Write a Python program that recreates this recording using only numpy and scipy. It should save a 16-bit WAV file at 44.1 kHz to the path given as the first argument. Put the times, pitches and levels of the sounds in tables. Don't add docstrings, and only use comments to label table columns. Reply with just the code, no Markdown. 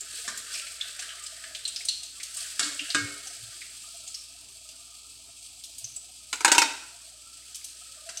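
import sys
import numpy as np
from scipy import signal
from scipy.fft import rfft, irfft
from scipy.io import wavfile
from scipy.ndimage import uniform_filter1d

SR = 44100
rng = np.random.default_rng(int(sys.argv[2]) if len(sys.argv) > 2 else 0)


def digitize_waveform(pressure):
    field = np.atleast_2d(pressure).T
    bounded = np.clip(field, -1, 1)
    quanta = np.round(bounded * 32767).astype(np.int16)
    wavfile.write(sys.argv[1], SR, quanta)


N = 361619
TIME = np.arange(N) / SR
SHOT = TIME[:2 * SR // 3]

# f/Hz, relative level/dB
SIZZLE_COLOUR = [(600, -32), (1950, -33.5), (2200, -11), (2650, -4.5), (3600, -4.5), (4500, 0), (5500, -3),
                 (6800, -3), (8100, 4.5), (9000, -1), (10000, -8), (12300, -15.5), (14000, -20.5),
                 (16000, -25)]
# f/Hz, relative level/dB
BUBBLING_COLOUR = [(60, -25), (250, -24), (450, -15.5), (980, -18), (1250, 0), (1600, 12), (2400, 2.5),
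                   (4000, 4), (7000, -11.5), (14000, -43)]


def frying(spray_db=-28.5):
    fine_db, coarse_db = activity()
    surge_db = fine_db - np.mean(fine_db)

    fizz_clicks = bursts(per_s=4000, spread_db=4.5)
    fizz = colour(over_the_oil(fizz_clicks, count=5), SIZZLE_COLOUR)
    fizz_db = fine_db + 0.16 * walk(14)

    spray_clicks = bursts(per_s=3300, spread_db=0.5)
    spray = colour(spray_clicks, [(1500, -39), (3000, -1), (9500, 16.5), (16000, -16)])
    spray_level_db = fine_db + 0.85 * surge_db + spray_db

    bubbling_clicks = bursts(per_s=1500, spread_db=4.0)
    bubbling = colour(over_the_oil(bubbling_clicks, count=2), BUBBLING_COLOUR)
    bubbling_db = coarse_db + 1.6 * walk(16)

    return (level(fizz) * undb(fizz_db)
            + level(spray) * undb(spray_level_db)
            + level(bubbling) * undb(bubbling_db))


# t/s, sizzle level/dB, coarse bubbling level/dB
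FRYING = [(0.0, -43, -55.5), (1.5, -45.5, -57), (2.07, -45.5, -70.5), (2.35, -43.7, -56.5),
          (2.85, -41, -52), (3.45, -44, -59), (3.95, -44, -70.5), (4.35, -48.5, -72), (5.1, -49, -79.5),
          (6.15, -48.5, -75), (7.1, -48.5, -73), (7.7, -48, -69), (8.19, -47, -62.5)]
# t of the crest/s, sizzle level/dB, coarse bubbling level/dB
SPLASHES = [(0.19, -37.5, -57), (0.34, -49, -49.5), (0.56, -36, -47.5), (0.89, -43, -54), (1.05, -50, -45),
            (2.42, -35, -51.5), (5.46, -47.5, -85)]


def activity(sizzle_db=0.28, bubbling_db=1, rise_s=0.063, fall_s=0.11):
    s, fine, coarse = np.transpose(FRYING)
    fine = undb(np.interp(TIME, s, fine) + sizzle_db)
    coarse = undb(np.interp(TIME, s, coarse) + bubbling_db)
    for crest_s, fine_db, coarse_db in SPLASHES:
        age = TIME - crest_s
        surge = np.exp(-np.where(age < 0, (age / rise_s) ** 2, age / fall_s))
        fine = np.hypot(fine, undb(fine_db) * surge)
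        coarse = np.hypot(coarse, undb(coarse_db) * surge)
    return 20 * np.log10(fine), 20 * np.log10(coarse)


# t/s, onset level before gain/dB, f/Hz, ringing/cycles to -60 dB (at least 2),
# spit level relative to the cavity/dB
POPS = [(.0074, -25.5, 7400, 29, -25), (0.669, -32, 2240, 6, -15), (0.8107, -19, 3510, 14, -17),
        (1.023, -28.5, 1630, 24, -6), (1.2365, -30, 7800, 34, -21), (1.2637, -26.5, 5130, 23, -2),
        (1.4392, -29.5, 1700, 10, -12), (1.549, -25.5, 3560, 4.3, -32), (1.6522, -18.5, 4140, 30, -11),
        (1.677, -22, 8500, 14, 5), (1.761, -21.5, 5080, 11, -19), (1.806, -33, 2200, 12, -26),
        (1.852, -23, 8600, 10, -10), (1.8856, -13, 4300, 37, -3.5), (2.2, -32, 2080, 8, -15),
        (2.3696, -23.5, 8500, 12, -14), (2.629, -20, 4340, 9.7, -18), (2.793, -20, 2800, 16, -32),
        (2.9027, -19.5, 4400, 9, -15), (3.271, -28.5, 6080, 29, 2), (3.6158, -32, 2140, 9.3, -30),
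        (4.0763, -28.5, 7300, 14, -1), (4.144, -24.5, 5370, 21, -10), (5.843, -24, 6140, 28, -18),
        (5.9628, -24, 7970, 68, -29), (8.1721, -23.5, 6060, 18, -6)]


def pops(gain_db=-9):
    out = np.zeros(N)
    for s, db, hz, cycles, spit_db in POPS:
        add(out, s, struck(pop(hz, cycles, spit_db), db + gain_db))
    return out


def pop(hz, cycles, spit_db, overtone=1.76, overtone_db=-17.5, tail_db=-16, tail_t60_s=0.05):
    phase = 2 * np.pi * hz * SHOT
    tones = np.sin(phase) + undb(overtone_db) * np.sin(overtone * phase)
    cavity = unit(fade(max(cycles, 2) / hz) * tones)
    tail = undb(tail_db) * unit(fade(tail_t60_s) * np.sin(phase))
    spit = unit(colour(noise_burst(t60=0.012), SIZZLE_COLOUR))
    burst = cavity + tail + undb(spit_db) * spit
    radiation = [(600, -38.5), (1500, -7.0), (3000, 7.0), (9000, 9.5), (12000, -1.5)]
    return kitchen(colour(burst, radiation))


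def small_pops(high_db=-3.5, low_db=3.0, scatter_db=7.0, cycles=16, spit_db=-18, count=30):
    lowest_hz, highest_hz = 1500, 8000
    fine_db, coarse_db = activity()
    out = np.zeros(N)
    for when, height, size in rng.random((count, 3)):
        i = int(when * N)
        hz = lowest_hz * (highest_hz / lowest_hz) ** height
        db = height * (fine_db[i] + high_db) + (1 - height) * (coarse_db[i] + low_db)
        db = db + scatter_db * (2 * size - 1)
        add(out, TIME[i], struck(pop(hz, cycles, spit_db), db))
    return out


# t/s, onset level before gain/dB, treble tilt/(dB per octave)
SPITS = [(0.375, -21, 6), (0.9932, -20.5, -4), (2.0325, -24, 2), (2.2317, -20, 4), (2.3442, -25, 11),
         (4.689, -29, 1), (5.638, -25.5, 5.5), (5.783, -24.5, 10), (7.5462, -24.5, 1), (7.556, -25, 10),
         (7.644, -23, 8)]


def spits(gain_db=-13.5):
    snap_colour = [(20, -71), (400, -30), (1300, -24), (2800, 9.0), (8500, 11.5), (11000, -2.0), (16000, -22)]
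    out = np.zeros(N)
    for s, db, tilt_db in SPITS:
        snap = colour(blow(t60=0.017, click_db=4.0), snap_colour, tilt_db)
        add(out, s, struck(kitchen(snap, wet_db=2.5), db + gain_db))
    return out


# t/s, onset level before gain/dB, ring level before ring gain/dB,
# treble tilt/(dB per octave), contact t60/s (short for a tap, long for a scrape)
KNOCKS = [(0.2785, -18, -12, -2, 0.051), (2.594, -10, -12, 0.2, 0.028), (2.626, -22, -15, 3.5, 0.37),
          (2.947, -8.5, -0.5, -3, 0.029), (8.090, -25, -23, 0.75, 0.052)]
# f/Hz, mean relative level/dB, t60/s
WOK_MODES = [(289, -5, 0.59), (402, -8.5, 0.95), (463, -14, 1), (543, -11, 1.0), (780, -20, 0.42),
             (1006, -8.5, 0.37), (1226, 0.5, 0.31), (1570, -6, 0.99), (1620, 12, 0.3), (1680, -5.5, 0.34),
             (1860, -7, 0.91), (2196, -0.5, 0.82), (2370, -4.5, 0.75), (3070, -17, 0.45), (3620, 3, 0.3),
             (3650, -5, 0.2), (4269, -1, .4), (4740, -4, 0.2), (4820, 2, .45), (5346, -3, .45),
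             (7030, -6, 0.35)]
# f/Hz, relative level/dB
KNOCK_COLOUR = [(30, -57), (100, -13), (300, -10.5), (850, -15.5), (1280, 8.5), (2100, 0), (4000, 3),
                (8000, 6.5), (11000, -11.5), (16000, -42)]


def knocks(gain_db=-11.5, ring_db=0.5):
    out = np.zeros(N)
    for s, db, steel_db, tilt_db, contact_s in KNOCKS:
        contact = blow(t60=contact_s, click_db=-13.5)
        crack = unit(colour(kitchen(contact) + 0.65 * contact, KNOCK_COLOUR, tilt_db))
        steel = undb(ring_db + steel_db) * ring(WOK_MODES, scatter_db=3.5)
        add(out, s, struck(crack + steel, db + gain_db))
    return out


# t/s, onset level before gain/dB, treble tilt/(dB per octave),
# ring level relative to the crack/dB
CLATTER = [(6.3288, -15.5, 0, -34), (6.357, -28.5, 5, -28), (6.4071, -20.5, -0.5, -28),
           (6.4474, -2.5, 0, -7.5), (6.479, -10.5, -1.5, -18.5), (6.5176, -3, 0, -11.5),
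           (6.548, -11.5, -0.5, -7.5), (6.581, -1.5, 1.5, -3.5), (6.618, -6.5, -.7, -16)]
# f/Hz, mean relative level/dB, t60/s
HANDLE_MODES = [(285, -9.5, 0.3), (335, -12, 0.25), (816, -9.5, 0.35), (913, -0.5, 0.33), (944, 3, 0.24),
                (1580, -17, .28), (1680, -26, 0.27), (2206, -5, 0.26), (2554, -7.5, 0.4),
                (2690, -10.5, 0.31), (3560, -15, 0.42), (3670, -5, 0.2), (5300, -16, 0.13),
                (5750, -18, 0.34), (7800, -17.5, .35), (8400, -11.5, 0.29)]
# f/Hz, relative level/dB
CLATTER_COLOUR = [(30, -63), (140, -46.5), (290, -10.5), (430, -9), (680, -14.5), (960, 2), (1120, -7),
                  (1430, 1.5), (1950, -6.5), (2550, -1.5), (3200, -5.5), (4700, -4.5), (8000, -4),
                  (10500, -17.5), (16000, -33.5)]


def clatter(gain_db=-10.0, direct_db=2):
    out = np.zeros(N)
    for s, db, tilt_db, ring_db in CLATTER:
        contact = blow(t60=0.033, click_db=-11.0)
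        near_contact = kitchen(contact, wet_db=-3.5) + undb(direct_db) * contact
        crack = unit(colour(near_contact, CLATTER_COLOUR, tilt_db))
        handle = undb(ring_db) * ring(HANDLE_MODES, scatter_db=1.5)
        add(out, s, struck(crack + handle, db + gain_db))
    return out


# centre f/Hz, spread of f/Hz, rms level before stirring/dB
GURGLE = [(428.6, 90, -79.5), (638, 44.4, -69), (1282.3, 48.3, -64)]


def gurgle(follow=0.47, scatter_db=4.0, cluster_db=3.5, count=400):
    _, coarse_db = activity()
    stir = undb(follow * (coarse_db - np.mean(coarse_db)))
    total = 0
    for hz, spread_hz, db in GURGLE:
        out = np.zeros(N)
        for k, (when, pitch, size, length) in enumerate(rng.standard_normal((count, 4))):
            bubble = blip(hz + spread_hz * pitch, .028 * 2 ** (length / 3), glide=.02)
            add(out, (k + when) / count * TIME[-1], bubble * undb(scatter_db * size))
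        clusters = undb(cluster_db * walk(9))
        total = total + level(out * clusters, db)
    return stir * level(kitchen(total, wet_db=-6.5)) * np.std(total)


# t/s, peak level before the wobble/dB, f/Hz
BUMPS = [(2.631, -41, 296), (2.695, -46.5, 280), (2.795, -48, 294), (2.96, -48.5, 109), (3.36, -60, 113),
         (5.79, -59, 120)]


def bumps(wobble_db=5.5, cycles=24):
    out = np.zeros(N)
    for s, db, hz in BUMPS:
        add(out, s, undb(db) * blip(hz, cycles / hz))
    return out * undb(wobble_db * walk(70))


# f/Hz, rms level/dB
HUM = [(59, -68), (118, -78)]
# f/Hz, relative level/dB
FLAME_COLOUR = [(20, -28), (42, -8), (100, -1), (170, -13), (290, -3.5), (450, -21), (900, -11),
                (1700, -28), (4000, -29)]


def background(flame_db=-70):
    flame = level(colour(rng.standard_normal(N), FLAME_COLOUR), flame_db)
    flutter = undb(2.0 * walk(9))
    hum = sum(level(np.sin(2 * np.pi * hz * TIME), db) for hz, db in HUM)
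    return flame * flutter + hum


def kitchen(x, wet_db=0):
    near_t60_s, near_db = 0.077, 8.5
    room_t60_s, tail_db = 0.62, 3.5
    near = unit(noise_burst(near_t60_s) * (SHOT > .0008))
    build_up = 1 - np.exp(-SHOT / 0.013)
    tail_colour = [(300, 6), (4500, 3), (9000, -0.5), (16000, -0.5)]
    tail = colour(noise_burst(room_t60_s) * build_up, tail_colour)
    response = undb(near_db) * near + undb(tail_db + wet_db) * tail
    return x + signal.fftconvolve(x, response)[:len(x)]


def over_the_oil(clicks, count=8):
    spot = rng.integers(count, size=N)
    return sum(kitchen(clicks * (spot == k)) for k in range(count))


def ring(modes, scatter_db, split_hz=9):
    out = 0
    for hz, db, t60 in modes:
        size, split, side = rng.standard_normal(3)
        first = np.cos(2 * np.pi * hz * SHOT)
        second = 0.62 * np.sin(2 * np.pi * (hz + split_hz * split) * SHOT)
        gain = np.sign(side) * undb(db + scatter_db * size)
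        out = out + gain * fade(t60) * (first + second)
    return unit(out)


def blow(t60, click_db):
    return unit(noise_burst(t60) + undb(click_db) * (SHOT == 0))


def blip(hz, length_s, glide=0.063):
    t = np.arange(int(length_s * SR)) / SR
    age = t / length_s
    envelope = np.sin(np.pi * age ** 0.59) ** 2
    return envelope * np.sin(2 * np.pi * hz * t * (1 + glide * (age - 1) / 2))


def bursts(per_s, spread_db):
    chance = rng.random(N)
    size = np.minimum(rng.exponential(size=N), 5)
    return level((chance < per_s / SR) * undb(spread_db * size))


def walk(rate):
    k = int(SR / rate)
    steps = np.repeat(rng.standard_normal(N // k + 1), k)
    return level(uniform_filter1d(steps, k)[:N])


def noise_burst(t60):
    return unit(rng.standard_normal(len(SHOT)) * fade(t60))


def fade(t60):
    return np.exp(-np.log(1000) * SHOT / t60)


def colour(x, points, tilt_db=0, size=4096):
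    hz, db = np.transpose(points)
    octave = np.log2(np.maximum(np.fft.rfftfreq(size, 1 / SR), 1))
    tilt = tilt_db * np.maximum(octave - np.log2(500), 0)
    gain = undb(np.interp(octave, np.log2(hz), db) + tilt)
    cepstrum = irfft(np.log(gain))
    cepstrum[1:size // 2] *= 2
    cepstrum[size // 2 + 1:] = 0
    return signal.oaconvolve(x, irfft(np.exp(rfft(cepstrum))))[:len(x)]


def struck(sound, db, size=512):
    return sound * undb(db) / np.std(sound[:size])


def undb(db):
    return 10 ** (np.asarray(db) / 20)


def level(x, db=0):
    return x * undb(db) / np.sqrt(np.mean(x ** 2))


def unit(x):
    return x / np.sqrt(np.sum(x ** 2))


def add(out, s, sound):
    i = int(np.clip(s * SR, 0, N - 1))
    out[i:i + len(sound)] += sound[:N - i]


def scene():
    oil = frying() + gurgle() + pops() + small_pops() + spits()
    utensils = knocks() + clatter() + bumps()
    mono = oil + utensils + background()
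    return np.array([mono, mono])


def record(dry, top_hz=15900):
    limited = np.clip(dry, -.87, .87)
    low_pass = signal.ellip(10, .1, 80, top_hz, fs=SR, output="sos")
    return signal.sosfilt(low_pass, limited)


dry = scene()
out = record(dry)
digitize_waveform(out)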